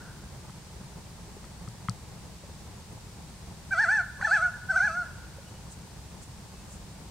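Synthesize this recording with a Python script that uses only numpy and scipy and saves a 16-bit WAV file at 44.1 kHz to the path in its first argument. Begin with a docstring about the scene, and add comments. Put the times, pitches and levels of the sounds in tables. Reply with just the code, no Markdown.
"""A large cuckoo high in a tree gives three loud, wavering, slightly hoarse calls; the woods echo each.
Its vibrating membranes make a harmonic tone, and throat resonance lifts the second harmonic far above
the rest. The echo of an earlier call is dying away at the start. The hand-held camera clicks four times,
ringing in its damped modes. Faint knocks, whistles and rustles come and go over a distant rumble, the
hiss of the microphone and a thin electronic whine."""
import sys
import numpy as np
from scipy import signal
from scipy.fft import rfft, irfft
from scipy.io import wavfile
from scipy.ndimage import uniform_filter1d

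SR = 44100
rng = np.random.default_rng(int(sys.argv[2]) if len(sys.argv) > 2 else 0)


def transcribe(u):
    """Save the signal u as a 16-bit wav file named by the first command-line argument.

    u: samples, shape (n,) or (channels, n), limited to [-1, 1]; the rate is SR.
    q: integer samples, one column per channel.
    """
    v = np.clip(np.atleast_2d(u).T, -1, 1)
    q = np.round(v * 32767).astype(np.int16)
    wavfile.write(sys.argv[1], SR, q)


N = 313110
TIME = np.arange(N) / SR
BIN_HZ = np.arange(N // 2 + 1) * SR / N
SIDES = np.array([[1], [-1]])  # left, right


def from_db(db):
    """Amplitude ratio: a factor of ten per 20 dB."""
    return 10 ** (np.asarray(db) / 20)


def rms_one(x):
    """Normalisation to unit mean power."""
    return x / np.sqrt(np.mean(x ** 2) + 1e-20)


def at_hz(points, hz):
    """Interpolation on a logarithmic frequency axis."""
    f, value = np.transpose(points)
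    return np.interp(np.log(np.maximum(hz, 1)), np.log(f), value)


def band(x, low_hz, high_hz):
    """Causal band-pass filtering."""
    return signal.sosfilt(signal.butter(2, [low_hz, high_hz], "band", fs=SR, output="sos"), x)


def resonate(x, hz, width_hz):
    """Forced response of a damped resonator with unit peak gain."""
    r = np.exp(-np.pi * width_hz / SR)
    feedback = [1, -2 * r * np.cos(2 * np.pi * hz / SR), r * r]
    return signal.lfilter((1 - r * r) / 2 * np.array([1, 0, -1]), feedback, x)


def drift(rate_hz):
    """Random fluctuation: low-pass noise of unit rms."""
    return rms_one(irfft(rfft(rng.standard_normal(N)) / (1 + (BIN_HZ / rate_hz) ** 2), N))


# Likeness of the two microphone ports: f/Hz, correlation (negative counts as 0)
PORT_CORRELATION = [(60, 0.93), (120, 0.95), (240, 0.8), (480, 0.61), (950, 0.69), (1890, 0.28),
                    (3770, 0.12), (7520, 0.045), (15000, -0.97)]

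def stereo_noise(spectrum):
    """Partial coherence: coloured noise of unit rms, less alike at the two ports towards the treble."""
    mid, side = rfft(rng.standard_normal((2, N))) * from_db(at_hz(spectrum, BIN_HZ))
    alike = np.clip(at_hz(PORT_CORRELATION, BIN_HZ), 0, 1)
    return rms_one(irfft(np.sqrt(1 + alike) * mid + np.sqrt(1 - alike) * side * SIDES, N))


# Spectral density of the rumble: f/Hz, relative level/dB
RUMBLE_SPECTRUM = [(20, -17), (35, -7.5), (58, 2), (115, -1), (190, -2), (250, -14), (400, -14.5),
                   (630, -18), (900, -16), (1400, -26.5), (2500, -34.5), (5000, -44.5)]

def distant_rumble(level_db=-45.5, sway_db=1.5, pan_db=0.15):
    """Ambient low-frequency noise under random amplitude modulation."""
    return from_db(level_db + sway_db * drift(20) + pan_db * SIDES) * stereo_noise(RUMBLE_SPECTRUM)


# Spectral density of the hiss: f/Hz, relative level/dB
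HISS_SPECTRUM = [(500, -7.5), (1600, 1.5), (3200, -0.5), (4400, 2), (6500, 0.5), (8800, 0.5), (10200, -6.5),
                 (12500, -11), (15500, -14)]

def microphone_hiss(level_db=-53.5, pan_db=0.17):
    """Self-noise of the microphone: stationary and broadband."""
    return from_db(level_db + pan_db * SIDES) * stereo_noise(HISS_SPECTRUM)


# Tones of the electronics: f/Hz, rms level/dB
WHINE_TONES = [(10950, -84), (14050, -87)]

def electronic_whine():
    """A line spectrum of two steady sinusoids."""
    return sum(np.sqrt(2) * from_db(db) * np.sin(2 * np.pi * hz * TIME) for hz, db in WHINE_TONES)


def earlier_echo(start_db=-52, t60=1.24):
    """Reverberant decay: the woods have smeared an earlier call's second harmonic into a noise band."""
    wash = rms_one(band(rng.standard_normal(N), 1380, 1620))
    return from_db(start_db - 60 * TIME / t60) * wash


def ring(age, hz, t60):
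    """Free vibration of one damped mode, silent before the blow."""
    age = np.maximum(age, 0)
    return np.sin(2 * np.pi * hz * age) * np.exp(-np.minimum(np.log(1000) * age / t60, 20))


def struck(age, modes):
    """Modal superposition in a struck part, with neighbouring modes opposite in sign."""
    return sum((-1) ** k * from_db(db) * ring(age, hz, t60) for k, (hz, db, t60) in enumerate(modes))


# Modes of the knock, the camera body and the latch: f/Hz, relative level/dB, T60/s
SHELL_MODES = [(1010, 2, 0.013), (1287, 5, 0.024), (2064, -3, 0.015), (3250, -8.5, 0.011)]
BODY_MODES = [(114, -0.38, 0.13), (187, -2.2, 0.076)]
LATCH_MODES = [(4460, -6, 0.011), (5050, -1.5, 0.0031), (5730, -2.5, 0.004), (7900, -7.5, 0.0081),
               (8740, -4, 0.0049), (9160, -6, .004), (11500, -20, 0.0018)]
# Impacts in the camera: t/s, knock level/dB, body thump level/dB, latch tick level/dB
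CAMERA_IMPACTS = [(0.4956, -47.5, -41, -44), (1.4419, -48.5, -53, -43), (1.6765, -44.5, -32, -39),
                  (1.8854, -26.5, -22, -22)]

def camera_clicks(body_lag_s=0.0013, latch_lag_s=0.0101, knock_pan_db=1.5, tick_pan_db=3.5):
    """Impact excitation: a dull knock shakes the heavy body, then a small latch ticks, left of centre."""
    knock, tick = np.zeros((2, N))
    for s, knock_db, thump_db, tick_db in CAMERA_IMPACTS:
        on = (TIME > s) & (TIME < s + .2)
        age = TIME[on] - s
        knock[on] += from_db(knock_db) * struck(age, SHELL_MODES)
        knock[on] -= from_db(thump_db) * struck(age - body_lag_s, BODY_MODES)
        tick[on] += from_db(tick_db) * struck(age - latch_lag_s, LATCH_MODES)
    return knock * from_db(knock_pan_db * SIDES) + tick * from_db(tick_pan_db * SIDES)


# Distant impacts: t/s, relative level/dB, f/Hz
FAR_IMPACTS = [(1.28, -44.5, 410), (1.367, -40.5, 409), (2.437, -43.5, 570), (2.495, -44.5, 514),
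               (5.384, -40.5, 550)]

def far_knocks(gain_db=1.0, t60=0.061):
    """Damped oscillation: each soft knock rings in a single mode."""
    return sum(from_db(db + gain_db) * ring(TIME - s, hz, t60) for s, db, hz in FAR_IMPACTS)


def swoop(t, crest_s, rise_s, fall_s, pointedness=2.4):
    """Modulation contour: a rounded arch, 1 at the crest and 0 outside."""
    away = np.clip(np.maximum((crest_s - t) / rise_s, (t - crest_s) / fall_s), 0, 1)
    return np.abs(np.cos(np.pi / 2 * away)) ** pointedness


# Swoops of the voice: crest t/s, rise/s, fall/s, crest f/Hz, relative tone and rasp levels/dB
PITCH_SWOOPS = [ (3.728, 0.065, 0.027, 790, -42.5, -53), (3.826, .077, .042, 906, -40, -48),
                (3.94, 0.09, .112, 884, -41.5, -52.5), (4.219, .012, 0.0095, 962, -43.5, -53.5),
                (4.261, 0.064, 0.023, 878, -39.5, -51), (4.346, 0.061, 0.05, 862.5, -39, -47),
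                (4.433, 0.03, 0.11, 737, -42.5, -55), (4.713, .094, 0.0187, 773, -42, -52.5),
                (4.772, .025, 0.029, 778, -40.5, -51), (4.859, 0.096, 0.04, 848, -42, -53),
                (4.988, 0.087, 0.085, 726, -46.5, -61.5), ]

def gesture(t, attack_s, scoop_hz, rest_hz=646.3, scoop_s=0.029, release_s=0.018, fade_depth_db=15.5,
            full_push_hz_per_s=7600, tone_push_db=3, rasp_push_db=1, sag_db_per_s=30):
    """Frequency and amplitude modulation: pitch/Hz, tone level/dB and rasp level/dB through one call."""
    swoops = np.array([row for row in PITCH_SWOOPS if t[0] < row[0] < t[-1]])
    crests = swoops[:, 0]
    age, remaining = t - t[0], t[-1] - t
    pitch = rest_hz + sum((hz - rest_hz) * swoop(t, s, rise, fall) for s, rise, fall, hz in swoops[:, :4])
    # the bird pushes while a swoop climbs
    push = np.clip(np.gradient(pitch, t) / full_push_hz_per_s, 0, 1)
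    pitch -= scoop_hz * np.clip(1 - (age / scoop_s) ** 2, 0, 1)
    fade_db = fade_depth_db * (np.clip(np.minimum(age / attack_s, remaining / release_s), 0, 1) - 1)
    tone_db, rasp_db = [np.interp(t, crests, column) + fade_db for column in swoops.T[4:]]
    sag_db = sag_db_per_s * np.maximum(t - crests[-1], 0)
    return pitch, tone_db + tone_push_db * push, rasp_db + rasp_push_db * push - sag_db


# Throat response: f/Hz, level of the second harmonic over the fundamental/dB
THROAT_RESPONSE = [(1100, 5.5), (1300, 4.5), (1385, 8), (1440, 17), (1520, 19), (1620, 16), (1720, 19),
                   (1820, 13), (1950, 12.5)]

def throat_lift_db(pitch):
    """Resonance lifts the second harmonic once a swoop carries it into the throat's passband."""
    return at_hz(THROAT_RESPONSE, 2 * pitch)


# Resonances of windpipe and bill: f/Hz, bandwidth/Hz, gain/dB
FORMANTS = [(1995, 140, -4.5), (2350, 64, -2.5), (2597, 99, -12.5), (3500, 68, -12), (3950, 15, -8.5),
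            (4295, 58, -5.5), (4620, 150, -15.5), (5410, 89, -11.5), (5910, 250, -15), (6460, 110, -11),
            (7660, 55, -14.5), (8580, 140, -14.5)]
# Broad response between them: f/Hz, gain/dB
TRACT_FLOOR = [(1700, -32.5), (2200, -44), (3000, -22), (4500, -28.5), (6500, -27), (8800, -23),
               (10000, -54)]

def vocal_tract(rasp):
    """Source-filter principle: fixed formants colour the overtones that sweep through them."""
    ringing = sum((-1) ** k * from_db(db) * resonate(rasp, hz, width)
                  for k, (hz, width, db) in enumerate(FORMANTS))
    return ringing + irfft(rfft(rasp) * from_db(at_hz(TRACT_FLOOR, BIN_HZ)), N)


# Brief dips in the second harmonic, probably where echoes cancel it: t/s, depth/dB
ECHO_DIPS = [(3.978, 5), (4.219, 7), (4.238, 25), (4.265, 15), (4.794, 9)]

def echo_dips_db(t, width_s=0.0051):
    """Gaussian dips in level at set times, standing for probable destructive interference."""
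    return sum(db * np.exp(-((t - s) / width_s) ** 2) for s, db in ECHO_DIPS)


def call(start_s, end_s, attack_s, scoop_hz, jitter=0.0055, shimmer=0.022, growl_db=-1.5,
         snap_jitter=0.0125, flutter_depth=0.8, air_db=-6, rasp_gain_db=7.5, flare_db_per_octave=11):
    """Nearly periodic membrane vibration: two strong harmonics and a rasp of overtones and breath."""
    on = (TIME > start_s) & (TIME < end_s)
    t, count = TIME[on], on.sum()
    pitch, tone_db, rasp_db = gesture(t, attack_s, scoop_hz)
    second_db = tone_db + throat_lift_db(pitch) - echo_dips_db(t)
    pitch *= 1 + jitter * drift(180)[on]
    phase = 2 * np.pi * np.cumsum(pitch) / SR
    gate = np.sqrt(2) * np.clip(np.minimum(t - t[0], t[-1] - t) / .005, 0, 1)
    # a growl rides on the second harmonic and breaks it up wherever it is weak
    second = from_db(second_db) + from_db(tone_db + growl_db) * drift(64)[on]
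    tone, rasp = np.zeros((2, N))
    tone[on] = from_db(tone_db) * np.sin(phase) + second * np.sin(2 * phase)
    tone[on] *= gate * (1 + shimmer * drift(130)[on])
    # the membranes snap shut early or late, so the overtones blur; each flutters on its own
    snap = phase + 2 * np.pi * np.cumsum(pitch * snap_jitter * drift(230)[on]) / SR
    flutter = flutter_depth * drift(31)
    overtones = sum((1 + np.roll(flutter, k * count)[on]) * np.sin(k * snap) for k in range(3, 15))
    # air rushes through once a cycle
    air = rms_one(band(rng.standard_normal(count), 2000, 11000) * (1 + np.cos(snap)))
    # tighter membranes snap harder, so the rasp grows with pitch
    force = from_db(rasp_db + rasp_gain_db + flare_db_per_octave * np.log2(pitch / pitch.mean()))
    rasp[on] = force * gate * (overtones + from_db(air_db) * np.std(overtones) * air)
    return tone + vocal_tract(rasp)


# The calls: start t/s, end t/s, attack/s, depth of the opening pitch scoop/Hz
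CALLS = [(3.706, 4.03, 0.019, 1), (4.189, 4.504, 0.037, 130.5), (4.686, 5.051, 0.015, 0.5)]

def cuckoo(treble_pan_db=2.0):
    """Superposition of the direct voice, its treble leaning left, and its reflections."""
    voice = sum(call(*row) for row in CALLS)
    lean = band(voice, 3500, 12000) * (from_db(treble_pan_db * SIDES) - 1)
    return voice + lean + woods(voice) + trunk_echoes(voice)


# Reverberation time of the woods: f/Hz, T60/s
TAIL_T60 = [(700, .7), (1300, 1.65), (1800, 1.55), (3000, .9), (9000, .5)]
# Colour of the reverberation: f/Hz, relative band gain/dB
TAIL_COLOUR = [(700, 3.5), (1500, 6.3), (3000, -4), (9000, 20.5)]

def woods(x, leaves_db=-20, leaves_t60=0.12, treble_scatter_db=14,
          tail_db=-18.5, tail_onset_s=0.009, clump_db=8, clump_s=0.23):
    """Scattering: near leaves return the sound at once, mostly its treble; far trunks give a long tail."""
    age = np.arange(int(1.6 * SR)) / SR
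    edges_hz = 400 * 2 ** np.arange(0, 5.1, .5)
    response = np.zeros((2, len(age)))
    # the trees stand in clumps, so the tail comes back unevenly at first
    clumps = from_db(clump_db * drift(40)[:len(age)] * np.exp(-age / clump_s))
    for low, high in zip(edges_hz, edges_hz[1:]):
        hz = np.sqrt(low * high)
        treble = np.clip(np.log2(hz / 1700) / 0.34, 0, 1)
        leaves = from_db(-60 * age / leaves_t60) * np.minimum(age / .004, 1)
        leaves *= from_db(leaves_db + treble_scatter_db * treble) / np.linalg.norm(leaves)
        tail = from_db(-60 * age / at_hz(TAIL_T60, hz)) * (1 - np.exp(-age / tail_onset_s)) * clumps
        tail *= from_db(tail_db + at_hz(TAIL_COLOUR, hz)) / np.linalg.norm(tail)
        # short waves reach the two ports differently
        alike = np.clip(.75 - 0.86 * treble, 0, 1)
        mid, side = band(rng.standard_normal((2, len(age))), low, high)
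        diffuse = np.sqrt((1 + alike) / 2) * mid + np.sqrt((1 - alike) / 2) * side * SIDES
        response += np.hypot(leaves, tail) * diffuse
    return signal.fftconvolve(x[None], response, axes=1)[:, :N]


# Reflections from single trunks and crowns: delay/s, gain/dB
REFLECTIONS = [(0.026, -13.5), (0.065, -21.5), (0.103, -22), (.155, -35.5), (.207, -28.5)]

def trunk_echoes(x):
    """Discrete reflection: a few dull, delayed copies make the tail flutter."""
    dull = band(x, 770, 3000)
    return sum(from_db(db) * np.interp(TIME - delay, TIME, dull, left=0) for delay, db in REFLECTIONS)


# Notes of a far bird: centre t/s, duration/s, f/Hz, peak level/dB
WHISTLE_NOTES = [(5.48, .08, 2930, -62), (5.565, .07, 2930, -63), (6.58, .14, 2600, -65)]

def far_whistles(waver=0.0053):
    """Pure tones with slight random frequency modulation, each under a parabolic envelope."""
    phase_per_hz = 2 * np.pi * np.cumsum(1 + waver * drift(44)) / SR
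    return sum(from_db(db) * np.clip(1 - (2 * (TIME - s) / length) ** 2, 0, 1) * np.sin(hz * phase_per_hz)
               for s, length, hz, db in WHISTLE_NOTES)


# Faint rustles: centre t/s, level/dB, half-width/s
RUSTLE_SWELLS = [(5.724, -48.5, 0.012), (6.232, -49.5, .01), (6.73, -51.5, 0.026)]

def rustles():
    """Amplitude modulation of a high noise band by brief swells."""
    swell = sum(from_db(db) / (1 + ((TIME - s) / width) ** 2) for s, db, width in RUSTLE_SWELLS)
    return swell * rms_one(band(rng.standard_normal((2, N)), 6400, 9000))


def scene():
    """Linear superposition of the bird, the camera and the quiet around them."""
    events = cuckoo() + camera_clicks() + far_knocks() + far_whistles() + rustles()
    return events + distant_rumble() + microphone_hiss() + electronic_whine() + earlier_echo()


def duck(x, threshold_db=-42, slope=0.5, deepest_db=6, release_db_per_s=45):
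    """Band compression: the recorder turns the low mids down in loud sound and lets them back slowly."""
    power = uniform_filter1d(band(x.mean(0), 1000, 3000) ** 2, size=1500)
    level_db = 10 * np.log10(np.abs(power) + 1e-12)
    release_db = release_db_per_s * TIME
    held_db = np.maximum.accumulate(level_db + release_db) - release_db
    cut_db = np.clip(slope * (held_db - threshold_db), 0, deepest_db)
    return x + (from_db(-cut_db) - 1) * resonate(x, hz=360, width_hz=260)


def record(dry, cutoff_hz=15750):
    """Band limiting: a steep low-pass follows the ducking of the low mids."""
    return signal.sosfilt(signal.ellip(12, .1, 90, cutoff_hz, fs=SR, output="sos"), duck(dry))


dry = scene()
out = record(dry)
transcribe(out)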